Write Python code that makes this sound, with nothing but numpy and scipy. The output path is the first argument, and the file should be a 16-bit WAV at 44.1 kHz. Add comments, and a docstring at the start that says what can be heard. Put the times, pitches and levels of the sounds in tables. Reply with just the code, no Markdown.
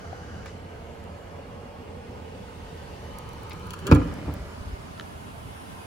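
"""A van's tailgate unlatches with one loud clunk, an impact that rings the modes of door and cabin.
Before it, cloth rustles, fingers tick on the handle, a release motor spins up and the steel latch clicks.
Then the rubber seal peels away, the door bumps softly as it rises on hissing gas struts, and the
handle snaps back. Nearby buildings return a faint echo. Distant traffic rumbles throughout with an
engine droning in it; a far whirr, a hollow knock and shoe scuffs are heard near the start."""
import sys
import numpy as np
from scipy import signal
from scipy.fft import rfft, irfft
from scipy.io import wavfile
from scipy.ndimage import uniform_filter1d

SR = 44100
rng = np.random.default_rng(int(sys.argv[2]) if len(sys.argv) > 2 else 0)


def bounce(signal):
    """Save signal as a 16-bit WAV file at the path given by the first command-line argument."""
    frames = np.transpose(np.atleast_2d(signal))
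    limited = np.clip(frames, -1, 1)
    pcm = np.round(limited * 32767).astype(np.int16)
    wavfile.write(sys.argv[1], SR, pcm)


N = 258407
RELEASE_S, LIFT_S, LIFT_LENGTH_S = 3.91, 4.03, 0.81  # the door lets go, then swings up
SHIELD_SHARE = 0.53  # how strongly the raised door screens the engine's drone

# Modes of tailgate and cabin. Each row: frequency in Hz, level in dB, t60 in seconds.
DOOR_MODES = [(52.6, -14.5, 0.54), (79.7, -6, 0.27), (106, -7.5, 0.36), (144, -10, 0.39), (167.6, -7, 0.17),
              (218, -9, 0.093), (268.1, -12, 0.37), (239, -18, 0.28), (297.1, -8, 0.28), (320, -15.5, 0.12),
              (351, -17.5, 0.35), (372, -30, 0.3), (445.5, -21.5, 0.33), (468, -22.5, 0.27),
              (525, -21, 0.27), (483, -26, 0.35), (666, -37, 0.34), (520, -5.5, 0.034), (585, -15, 0.046),
              (842, -27.5, 0.22), (895, -22.5, 0.16), (1017, -24, 0.21), (1094, -33, 0.18),
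              (1205, -19, 0.13), (1240, -36, 0.24), (1270, -24, 0.14), (1350, -22, 0.2), (1683, -23, 0.079),
              (1940, -38.5, 0.21), (2210, -41, 0.16), (2320, -34, 0.26), (2480, -29, 0.092),
              (2530, -43, 0.11)]
# Dense modes of sheet metal and trim. Each row: frequency in Hz, spectral level in dB, t60 in seconds.
PANEL_MODES = [(40, -27, .3), (150, -5, 0.4), (346, -1, 0.5), (547, -12, 0.73), (740, -3, 0.2),
               (1350, 2.5, 0.13), (1940, -21.5, 0.07), (2390, 2, 0.1), (3010, -17, 0.13),
               (5240, -11, 0.072), (7500, -27, 0.067), (15000, -29, 0.24)]
# Blows to the door. Each row: start in seconds, level in dB, cutoff of the contact in Hz.
BLOWS = [(3.844, -44, 1500), (3.868, -34, 3000), (3.888, -21, 1500), (3.9132, -2, 9000), (3.957, -14, 1500),
         (4.277, -24, 920), (4.353, -33.5, 298)]
# Modes of the steel latch. Each row: frequency in Hz, level in dB, t60 in seconds.
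LATCH_MODES = [(2320, 1, 0.05), (2800, 10, 0.07), (3300, 13, 0.034), (4410, 6, 0.054), (5870, -6, 0.093),
               (7320, 9, 0.034), (6800, 13, 0.012), (10000, 4, 0.03), (14700, 2, .035), (15600, -1, .03)]
# Clicks of the latch. Each row: start in seconds, level in dB, centre in Hz.
CLICKS = [(3.706, -39, 4800), (3.734, -40, 6000), (3.7387, -42, 3020), (3.79, -46.5, 3480),
          (3.8681, -30, 6500), (3.874, -37, 3200), (3.881, -46, 2400), (3.912, -36, 7000),
          (3.9335, -43, 7000), (3.944, -43, 7500), (3.949, -35.5, 4500), (3.959, -42, 2800),
          (4.0455, -56, 3500), (4.074, -53, 3000)]
# The release motor's run. Each row: time in seconds, shaft speed in Hz, level in dB.
MOTOR_RUN = [(3.812, 133, -60), (3.825, 151.5, -50), (3.85, 171.8, -39), (3.872, 205.8, -28),
             (3.893, 205.6, -29.5), (3.915, 205, -33), (3.94, 180, -60)]
# Gear harmonics. Each row: multiple of the shaft speed, level in dB.
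GEARS = [(1, -18), (2, -3.5), (3, -16), (5, -14), (6, -19), (7, -16), (8, -12.5)]
# Modes of the loose trim. Each row: frequency in Hz, level in dB, t60 in seconds.
TRIM_MODES = [(1002, -6, 0.05), (1229, -3, 0.056), (1382, -5, 0.057), (1675, -11.5, 0.057),
              (2380, -9, 0.024)]
# Rattles of the trim. Each row: start in seconds, level in dB.
RATTLES = [(3.737, -31.5), (3.876, -28.5), (3.956, -25), (3.969, -35), (3.986, -35), (4.016, -30),
           (4.113, -39)]
# Modes of the plastic handle. Each row: frequency in Hz, level in dB, t60 in seconds.
HANDLE_MODES = [(1320, -3, 0.016), (1810, -0.5, 0.0087), (3080, -3, 0.0083), (3900, -1, 0.0046),
                (6700, -11, 0.0035)]
# Snaps of the handle. Each row: start in seconds, level in dB.
SNAPS = [(4.978, -40), (4.9973, -26.5), (5.01, -34)]
# Flexing of the door. Each row: midpoint in seconds, level in dB, length in seconds, frequency in Hz.
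BUMPS = [(4.077, -35, 0.048, 66), (4.285, -26.5, 0.075, 76), (4.288, -24.5, 0.03, 283),
         (4.369, -32, 0.036, 80), (4.416, -30.5, 0.071, 61), (4.611, -28.5, 0.021, 72.4),
         (4.674, -26.5, 0.037, 72.6), (4.737, -25, 0.036, 66.6)]
# Friction of the rubber seal. Each row: frequency in Hz, spectral level in dB.
RUBBER_SPECTRUM = [(70, -30), (130, 8), (290, 6), (600, -9.5), (950, -4.5), (1300, -9), (2200, -14.5),
                   (5000, -27.5), (9000, -78)]
# The seal's pop. Each row: start in seconds, level in dB.
POPS = [(4.283, -39.5)]
# Hiss of the gas struts. Each row: time in seconds, level in dB.
STRUT_LEVEL = [(4.1, -99), (4.5, -63), (4.85, -67), (5.05, -59), (5.35, -59.5), (5.6, -56.5), (5.86, -56.5)]
# Ticks of fingers and a metal watch strap. Each row: start in seconds, level in dB, centre in Hz.
TOUCHES = [(3.186, -34, 11600), (3.1867, -43, 6000), (3.2904, -42, 10500), (3.333, -46, 8100),
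           (3.4326, -44, 11000), (3.496, -41, 8500), (3.532, -41, 8800), (3.596, -48, 9000),
           (3.669, -43, 9700), (3.800, -46, 9700), (4.139, -43, 7000), (4.339, -36, 13500)]
# Grasps of the hand. Each row: start in seconds, level in dB.
GRASPS = [(3.508, -43), (3.516, -44.5)]
# Scuffs of shoe and hand. Each row: start in seconds, level in dB.
SCUFFS = [(0.4585, -39.5), (0.482, -47), (4.535, -55)]
# Grit cracking under a shoe. Each row: start in seconds, level in dB.
CRUNCHES = [(0.4585, -48), (0.461, -49), (1.04, -47)]
# Modes of a small hollow object. Each row: frequency in Hz, level in dB, t60 in seconds.
HOLLOW_MODES = [(670, 0, 0.014), (787, -9, 0.027)]
# The knock on that object. Each row: start in seconds, level in dB.
KNOCKS = [(0.1295, -23)]
# Resonances of a far mechanism. Each row: centre in Hz, width in octaves, relative level in dB.
WHIRR_BANDS = [(804, 0.2, 7.5), (1500, 0.3, 6.5), (4800, 0.22, -9), (5900, 0.33, -11.5)]
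# The far engine's clearest tones. Each row: frequency in Hz, level in dB.
ENGINE_TONES = [(84, -51), (457, -57.5), (492, -62.5), (556, -68.5), (594, -68)]
# The engine's noise bands. Each row: centre in Hz, width in Hz, height above the traffic in dB.
ENGINE_BANDS = [(81.8, 8.5, 4.5), (171.5, 7.4, 5), (197.1, 10, 4), (256.5, 28, 4), (420, 140, 8),
                (489, 31, 8.5), (567.8, 17.8, 17), (2950, 270, 6.5), (4620, 330, 3.5)]
# The engine's low hum. Each row: time in seconds, boost in dB.
HUM_BOOST = [(0.7, -2), (1.25, 3), (2.0, 3.5), (2.7, -2), (4.6, -3), (5.3, 1)]
# Distant traffic. Each row: frequency in Hz, spectral level in dB.
TRAFFIC_SPECTRUM = [(20, -41), (40, -10), (75, -0.5), (135, -7), (240, -10), (310, -16.5), (520, -19),
                    (700, -12.5), (950, -14.5), (2400, -27), (3700, -34), (6500, -39.5), (9000, -44),
                    (12000, -44.5), (16000, -52)]
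# The traffic's deep rumble. Each row: time in seconds, boost in dB.
RUMBLE_BOOST = [(0.3, 2.5), (1.4, -1.5), (2.3, 0), (3.5, 0.5), (5.8, 1.5)]
# The traffic's hiss. Each row: time in seconds, boost in dB before the treble weighting.
HISS_BOOST = [(0, 2), (1.2, 2), (2.0, 2), (2.7, 10), (5.86, 11)]
# The traffic's stereo balance. Each row: frequency in Hz, left minus right in dB.
TRAFFIC_BALANCE = [(60, -0.5), (150, -1), (380, -3), (950, -2.5), (2380, -1), (5980, 3), (15000, -2)]
# Traffic reflected off the van as the microphone nears it.
# Each row: time in seconds, extra path in metres, strength from 0 to 1.
REFLECTION = [(2.2, 0.58, 0), (2.7, 0.42, 0), (3.15, 0.33, 0.27), (3.5, 0.28, 0.51), (3.9, 0.24, 0.66),
              (4.3, 0.16, 0.44), (5.0, 0.34, 0)]
# The two microphone ports. Each row: frequency in Hz, coherence from 0 to 1,
# phase lead of the left in radians with the door shut, the same with it raised.
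PORTS = [(60, 0.88, -0.1, -1), (283, 0.89, 0.073, 1.6), (504, 0.48, 0.8, -2.5), (890, 0.46, 1.6, -3),
         (1490, 0.47, 1.7, -3.5), (2420, 0.19, -0.098, -4), (4500, 0.095, 0.48, -5.5),
         (8860, 0.14, 1.3, -4.5)]


def tailgate(panel_db=-18.5, rise_s=0.0015, chatter_db=3.0, spread_rad=0.37):
    """Impact excitation: each blow rings the large modes of door and cabin and a wash of panel modes."""
    def wash(hz, age):
        # loose trim chatters, so the upper modes die away in uneven steps
        chatter = chatter_db * flutter(len(age), span=5) * np.minimum(hz / 400, 1)
        return spectrum(PANEL_MODES, hz) - 60 * age / spectrum(PANEL_MODES, hz, column=2) + chatter
    out, t = np.zeros((2, N)), np.arange(SR) / SR
    # each mode radiates from another part of the door, so the ports hear it a little out of step
    lead = spread_rad / 2 * rng.standard_normal(len(DOOR_MODES))
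    modes = np.array([ring(DOOR_MODES, t, lead), ring(DOOR_MODES, t, -lead)])
    body = at_ports(modes * ramp(t, 0, rise_s))
    for s, db, cutoff_hz in BLOWS:
        panel = noise(wash, SR, size=256)
        panel *= amp(panel_db) / panel[:, :SR // 50].std() * (1 - np.exp(-t / rise_s))
        blow = panned(body, -1.3) + panned(panel, -1)
        softness = signal.butter(1, cutoff_hz, fs=SR)  # a soft contact barely stirs the high modes
        add(out, s, amp(db) * signal.lfilter(*softness, blow))
    return out


def latch(ring_db=-16):
    """Hard, brief contact excites a wide band: each click is a dry crack and a short ring of steel."""
    crack = sum(bursts([(s, db)], hz, octaves=3.5, t60=0.028, shared=0.53) for s, db, hz in CLICKS)
    steel = struck(LATCH_MODES, [(s, db) for s, db, _ in CLICKS], pan_db=8.0, scatter=0.027)
    return from_right(crack + amp(ring_db) * steel)


def release_motor(waver=0.02, waver_s=0.0047, roughness=0.46):
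    """Meshing gears sound harmonics of the shaft speed, wavering under load as the motor spins up."""
    t = np.arange(MOTOR_RUN[0][0], MOTOR_RUN[-1][0], 1 / SR)
    turns = np.cumsum(curve(MOTOR_RUN, t) * (1 + waver * wander(t, waver_s))) / SR
    gears, out = np.zeros(len(t)), np.zeros((2, N))
    for multiple, db in GEARS:
        strength = amp(db) * (1 + roughness * wander(t, waver_s))
        gears += strength * np.sin(2 * np.pi * (multiple * turns + rng.random()))
    add(out, t[0], panned(gears * amp(curve(MOTOR_RUN, t, column=2)), -2.0))
    return out


def trim():
    """Repeated impacts ring the modes of loose trim in the door."""
    return struck(TRIM_MODES, RATTLES, pan_db=-2.0, scatter=0.011)


def handle():
    """Heavy damping cuts the plastic handle's ring to a snap as the hand leaves it."""
    return struck(HANDLE_MODES, SNAPS, pan_db=-1.0)


def bumps():
    """Piston radiation: the door flexes on seal and hinges and pushes a few slow cycles of air."""
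    out = np.zeros((2, N))
    for s, db, length, hz in BUMPS:
        t = np.arange(-length / 2, length / 2, 1 / SR)
        add(out, s - length / 2, -amp(db) * np.hanning(len(t)) * np.sin(2 * np.pi * hz * t))
    return out


def seal(strain_db=-31.0, peel_db=-41.5, relax_s=0.038, grain_db=3.5):
    """Stick-slip friction: rubber strains until the latch lets go, then peels off in uneven slips."""
    t = np.arange(N) / SR
    slips = flutter(N, span=400)
    rub = unit_rms(noise(lambda hz, t: spectrum(RUBBER_SPECTRUM, hz), N, size=1024))
    strain = np.exp(-np.maximum(t - RELEASE_S, 0) / relax_s)
    touching = ramp(t, start_s=3.8, length_s=0.2) * (1 - ramp(t, start_s=4.37, length_s=0.042))
    return rub * touching * amp(peel_db + (strain_db - peel_db) * strain + grain_db * slips)


def seal_pop():
    """Sudden release makes a low, damped burst as the seal leaves the frame."""
    return bursts(POPS, centre_hz=560, octaves=1.6, t60=0.23, shared=0.68)


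def struts():
    """Turbulence and friction: gas hisses through narrow piston bores and the rods slide."""
    def field(hz, t):
        jet = hump(hz, 9500, octaves=0.09)
        upper_hiss = hump(hz, 11300, octaves=0.48) - 8
        slide = hump(hz, 3000, octaves=0.28) - 1
        return np.max([jet, upper_hiss, slide], axis=0)
    return amp(curve(STRUT_LEVEL, np.arange(N) / SR)) * unit_rms(noise(field, N, size=1024))


def touches():
    """Light, brief contacts excite the treble: fingers and a watch strap tick on the handle."""
    ticks = sum(bursts([(s, db)], hz, octaves=1.9, t60=0.015, shared=0.87) for s, db, hz in TOUCHES)
    return from_right(ticks)


def grip():
    """Damped contact: the grasping hand excites two narrow bands."""
    lower = bursts(GRASPS, centre_hz=2300, octaves=0.37, t60=0.075, shared=0.7)
    upper = bursts(GRASPS, centre_hz=3960, octaves=0.6, t60=0.05, shared=0.56)
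    return panned(lower + amp(-2) * upper, 4.4)


def scuffs():
    """Friction and fracture: shoe and hand scuff with a gritty tail, and grit cracks underfoot."""
    rub = bursts(SCUFFS, centre_hz=1610, octaves=1.02, t60=0.069, shared=0.83)
    grit = amp(-12) * bursts(SCUFFS, centre_hz=4400, octaves=1.2, t60=0.32, shared=0.28)
    crunch = bursts(CRUNCHES, centre_hz=3200, octaves=5.3, t60=0.0084, shared=0.37)
    return rub + grit + crunch


def rustle(level_db=-66.5, grain_db=2):
    """Sliding friction: cloth rubs on cloth in small clumps during the reach for the handle."""
    t = np.arange(N) / SR
    clumps = flutter(N, span=600)
    rub = unit_rms(noise(lambda hz, t: hump(hz, 4200, octaves=0.2), N, size=512))
    moving = ramp(t, start_s=2.55, length_s=0.29) * (1 - ramp(t, start_s=3.8, length_s=0.28))
    return rub * amp(level_db + grain_db * clumps) * moving


def building_echo(x, t60=0.67, wet_db=-19, dull_hz=2500, build_s=0.025):
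    """Diffuse reflection from the building fronts returns a faint, dull tail."""
    t = np.arange(SR) / SR
    tail = noise(lambda hz, age: -10 * np.log10(1 + (hz / dull_hz) ** 2), SR, size=256)
    tail *= amp(-60 * t / t60) * ramp(t, 0, build_s) ** 2
    return amp(wet_db) * signal.fftconvolve(x, tail / np.linalg.norm(tail), axes=1)[:, :N]


def hollow_knock():
    """An impact rings two short-lived modes of a small hollow object some way off."""
    return struck(HOLLOW_MODES, KNOCKS, pan_db=8.0)


def whirr(level_db=-50, stop_s=0.49, fade_s=0.18):
    """Resonances shape the noise of a far motor-driven mechanism, which soon stops."""
    def field(hz, t):
        return np.max([db + hump(hz, centre, width) for centre, width, db in WHIRR_BANDS], axis=0)
    running = 1 - ramp(np.arange(N) / SR, stop_s - fade_s / 2, fade_s)
    return amp(level_db) * unit_rms(noise(field, N, size=1024)) * running


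def far_engine(waver_hz=4, waver_s=0.09, waver_db=1.9):
    """An engine's tones wander in pitch and strength and weaken in the rising door's acoustic shadow."""
    t, out = np.arange(N) / SR, np.zeros(N)
    for hz, db in ENGINE_TONES:
        pitch = hz + waver_hz * wander(t, waver_s)
        strength = np.sqrt(2) * amp(db - waver_db * wander(t, waver_s))
        out += strength * np.sin(2 * np.pi * np.cumsum(pitch) / SR)
    return panned(out * (1 - SHIELD_SHARE * raised(t)), -3.7)


def van_comb(hz, t, sound_m_per_s=343, mirror_hz=2150):
    """Interference of direct and reflected traffic, in dB; the curved door scatters the treble away."""
    phase = np.exp(2j * np.pi * hz * curve(REFLECTION, t) / sound_m_per_s)
    reflected = curve(REFLECTION, t, column=2) * phase / (1 + (hz / mirror_hz) ** 4)
    return 20 * np.log10(abs(1 + reflected))


def traffic(level_db=-40, close_m=0.26):
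    """Many far vehicles superpose into steady noise, coloured by an engine and by nearby reflections."""
    def field(hz, t):
        bass = spectrum([(200, 0.8), (400, 0)], hz)  # weights of the two ends of the spectrum
        treble = spectrum([(2000, 0.048), (8000, 0.48)], hz)
        closeness = np.minimum(close_m / curve(REFLECTION, t), 1) ** 2
        near_van = 3 * (1 - bass - treble) * closeness  # the van lifts the midrange most
        swell = treble * curve(HISS_BOOST, t) + near_van + 0.64 * (1 - treble) * raised(t)
        drone = sum(db / (1 + (2 * (hz - centre) / width) ** 2) for centre, width, db in ENGINE_BANDS)
        drone = drone * (1 - SHIELD_SHARE * raised(t))
        hum = curve(HUM_BOOST, t) * amp(hump(hz, 231, octaves=0.34))
        rumble = curve(RUMBLE_BOOST, t) * amp(hump(hz, 93, octaves=0.69))
        colour = spectrum(TRAFFIC_SPECTRUM, hz) + swell + drone + hum + rumble + van_comb(hz, t)
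        patches = mottle(colour.shape, bins=24, frames=4)
        ripples = 2.43 * (1 - bass) * mottle(colour.shape, bins=2, frames=90)  # echoes off buildings
        hiss_drift = 2.1 * treble * mottle(colour.shape, bins=16, frames=45)
        sides = np.array([.5, -.5])[:, None, None] * spectrum(TRAFFIC_BALANCE, hz)
        return colour + patches + ripples + hiss_drift + sides
    return amp(level_db) * unit_rms(noise(field, N, size=2048))


def ring(modes, t, lead=0):
    """Modal decay: damped sines, each ahead by its lead in radians, alternate rows opposite in sign."""
    lead = lead * np.ones(len(modes))
    return sum((-1) ** k * amp(db - 60 * t / t60) * np.sin(2 * np.pi * hz * t + lead[k])
               for k, (hz, db, t60) in enumerate(modes))


def struck(modes, hits, pan_db, scatter=0.016):
    """Free vibration: a small hard part rings at each hit, never at quite the same pitch."""
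    out, t = np.zeros((2, N)), np.arange(SR // 4) / SR
    for s, db in hits:
        detune = 1 + scatter * rng.standard_normal()
        add(out, s, panned(amp(db) * ring(modes, t * detune), pan_db))
    return out


def bursts(hits, centre_hz, octaves, t60, shared):
    """Damped contacts as decaying band noise; `shared` weights the part common to both ports."""
    out, t = np.zeros((2, N)), np.arange(SR // 4) / SR
    edges = np.minimum(centre_hz * 2 ** (octaves * np.array([-.5, .5])), SR / 2 - 1)
    band = signal.butter(2, edges, "band", fs=SR, output="sos")
    decay = amp(-60 * t / t60)
    for s, db in hits:
        white = rng.standard_normal((3, len(t)))
        burst = signal.sosfilt(band, (shared * white[2] + (1 - shared) * white[:2]) * decay)
        add(out, s, amp(db) * unit_rms(burst) * np.sqrt(np.mean(decay ** 2)))
    return out


def noise(field, count, size):
    """Partly coherent noise at the two ports, shaped by field(hz, t) in dB."""
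    hz, hop = np.fft.rfftfreq(size, 1 / SR)[:, None], size // 4
    t = np.arange(count // hop + 5) * hop / SR
    a, b, c, d = rng.standard_normal((len(t), len(hz), 4)).T
    coherence = spectrum(PORTS, hz)
    lead = (1 - raised(t)) * spectrum(PORTS, hz, column=2) + raised(t) * spectrum(PORTS, hz, column=3)
    left = a + 1j * b
    right = coherence * left + np.sqrt(1 - coherence ** 2) * (c + 1j * d)
    frames = np.array([left, right * np.exp(-1j * lead)]) * amp(field(hz, t))
    return signal.istft(frames, nperseg=size, noverlap=size - hop)[1][:, :count]


def at_ports(x):
    """Phase difference: sound from the shut door meets the two ports slightly out of step."""
    lead = spectrum(PORTS, np.fft.rfftfreq(x.shape[1], 1 / SR), column=2)
    return np.array([x[0], irfft(rfft(x[1]) * np.exp(-1j * lead), x.shape[1])])


def from_right(x, lag_s=0.000185):
    """Path difference: hand and latch are to the right, so the left port hears them later."""
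    delay = np.exp(-2j * np.pi * np.fft.rfftfreq(N, 1 / SR) * lag_s)
    return np.array([irfft(rfft(x[0]) * delay, N), x[1]])


def panned(x, pan_db):
    """Level difference: leans a sound to the left by pan_db."""
    return x * amp([[pan_db / 2], [-pan_db / 2]])


def raised(t):
    """How far the door has swung up, from 0 to 1."""
    return ramp(t, LIFT_S, LIFT_LENGTH_S)


def ramp(t, start_s, length_s):
    """A linear rise from 0 to 1."""
    return np.clip((t - start_s) / length_s, 0, 1)


def wander(t, step_s):
    """Random values step_s apart, joined by straight lines."""
    knots = np.arange(t[0], t[-1] + step_s, step_s)
    return np.interp(t, knots, rng.standard_normal(1000)[:len(knots)])


def flutter(count, span):
    """Fluctuation of rms 1, smoothed over span points."""
    return unit_rms(uniform_filter1d(rng.standard_normal(count), span))


def mottle(shape, bins, frames):
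    """Fluctuation of rms 1, smoothed over frequency and time."""
    across_hz = uniform_filter1d(rng.standard_normal(shape), bins, axis=0)
    return unit_rms(uniform_filter1d(across_hz, frames, axis=1))


def hump(hz, centre_hz, octaves):
    """A bell-shaped band in dB."""
    return -20 * np.log10(1 + 2 * (np.log2((hz + 1) / centre_hz) / octaves) ** 2)


def spectrum(rows, hz, column=1):
    """Interpolates a column over log frequency."""
    columns = np.transpose(rows)
    return np.interp(np.log(hz + 1), np.log(columns[0] + 1), columns[column])


def curve(rows, t, column=1):
    """Interpolates a column over time."""
    columns = np.transpose(rows)
    return np.interp(t, columns[0], columns[column])


def amp(db):
    """Decibels to gain."""
    return 10 ** (np.asarray(db) / 20)


def unit_rms(x):
    """Scales to rms 1."""
    return x / np.sqrt(np.mean(x ** 2) + 1e-20)


def add(mix, s, sound):
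    """Mixes a sound in at s seconds."""
    part = mix[:, round(s * SR):][:, :sound.shape[-1]]
    part += sound[..., :part.shape[-1]]


def scene():
    """Superposition of the door's sounds, small contacts, their echo and the surroundings."""
    echoing = tailgate() + release_motor() + latch() + handle() + touches() + trim()
    echoing += scuffs() + seal_pop() + grip() + hollow_knock()
    motion = bumps() + seal() + struts() + rustle()
    return echoing + building_echo(echoing) + motion + traffic() + far_engine() + whirr()


def record(dry, notch_hz=13200, notch_width_hz=650, notch_db=-24, ceiling=0.95, edge_hz=15950):
    """Microphone response: a treble notch from the port, soft saturation of peaks and a band limit."""
    hz = np.fft.rfftfreq(N, 1 / SR)
    notch = amp(notch_db * np.exp(-((hz - notch_hz) / notch_width_hz) ** 2))
    coloured = irfft(rfft(dry) * notch, N)
    limited = coloured / (1 + (coloured / ceiling) ** 8) ** (1 / 8)
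    lowpass = signal.firwin(511, edge_hz, window=("kaiser", 9), fs=SR)
    return signal.oaconvolve(limited, lowpass[None], "same")


dry = scene()
out = record(dry)
bounce(out)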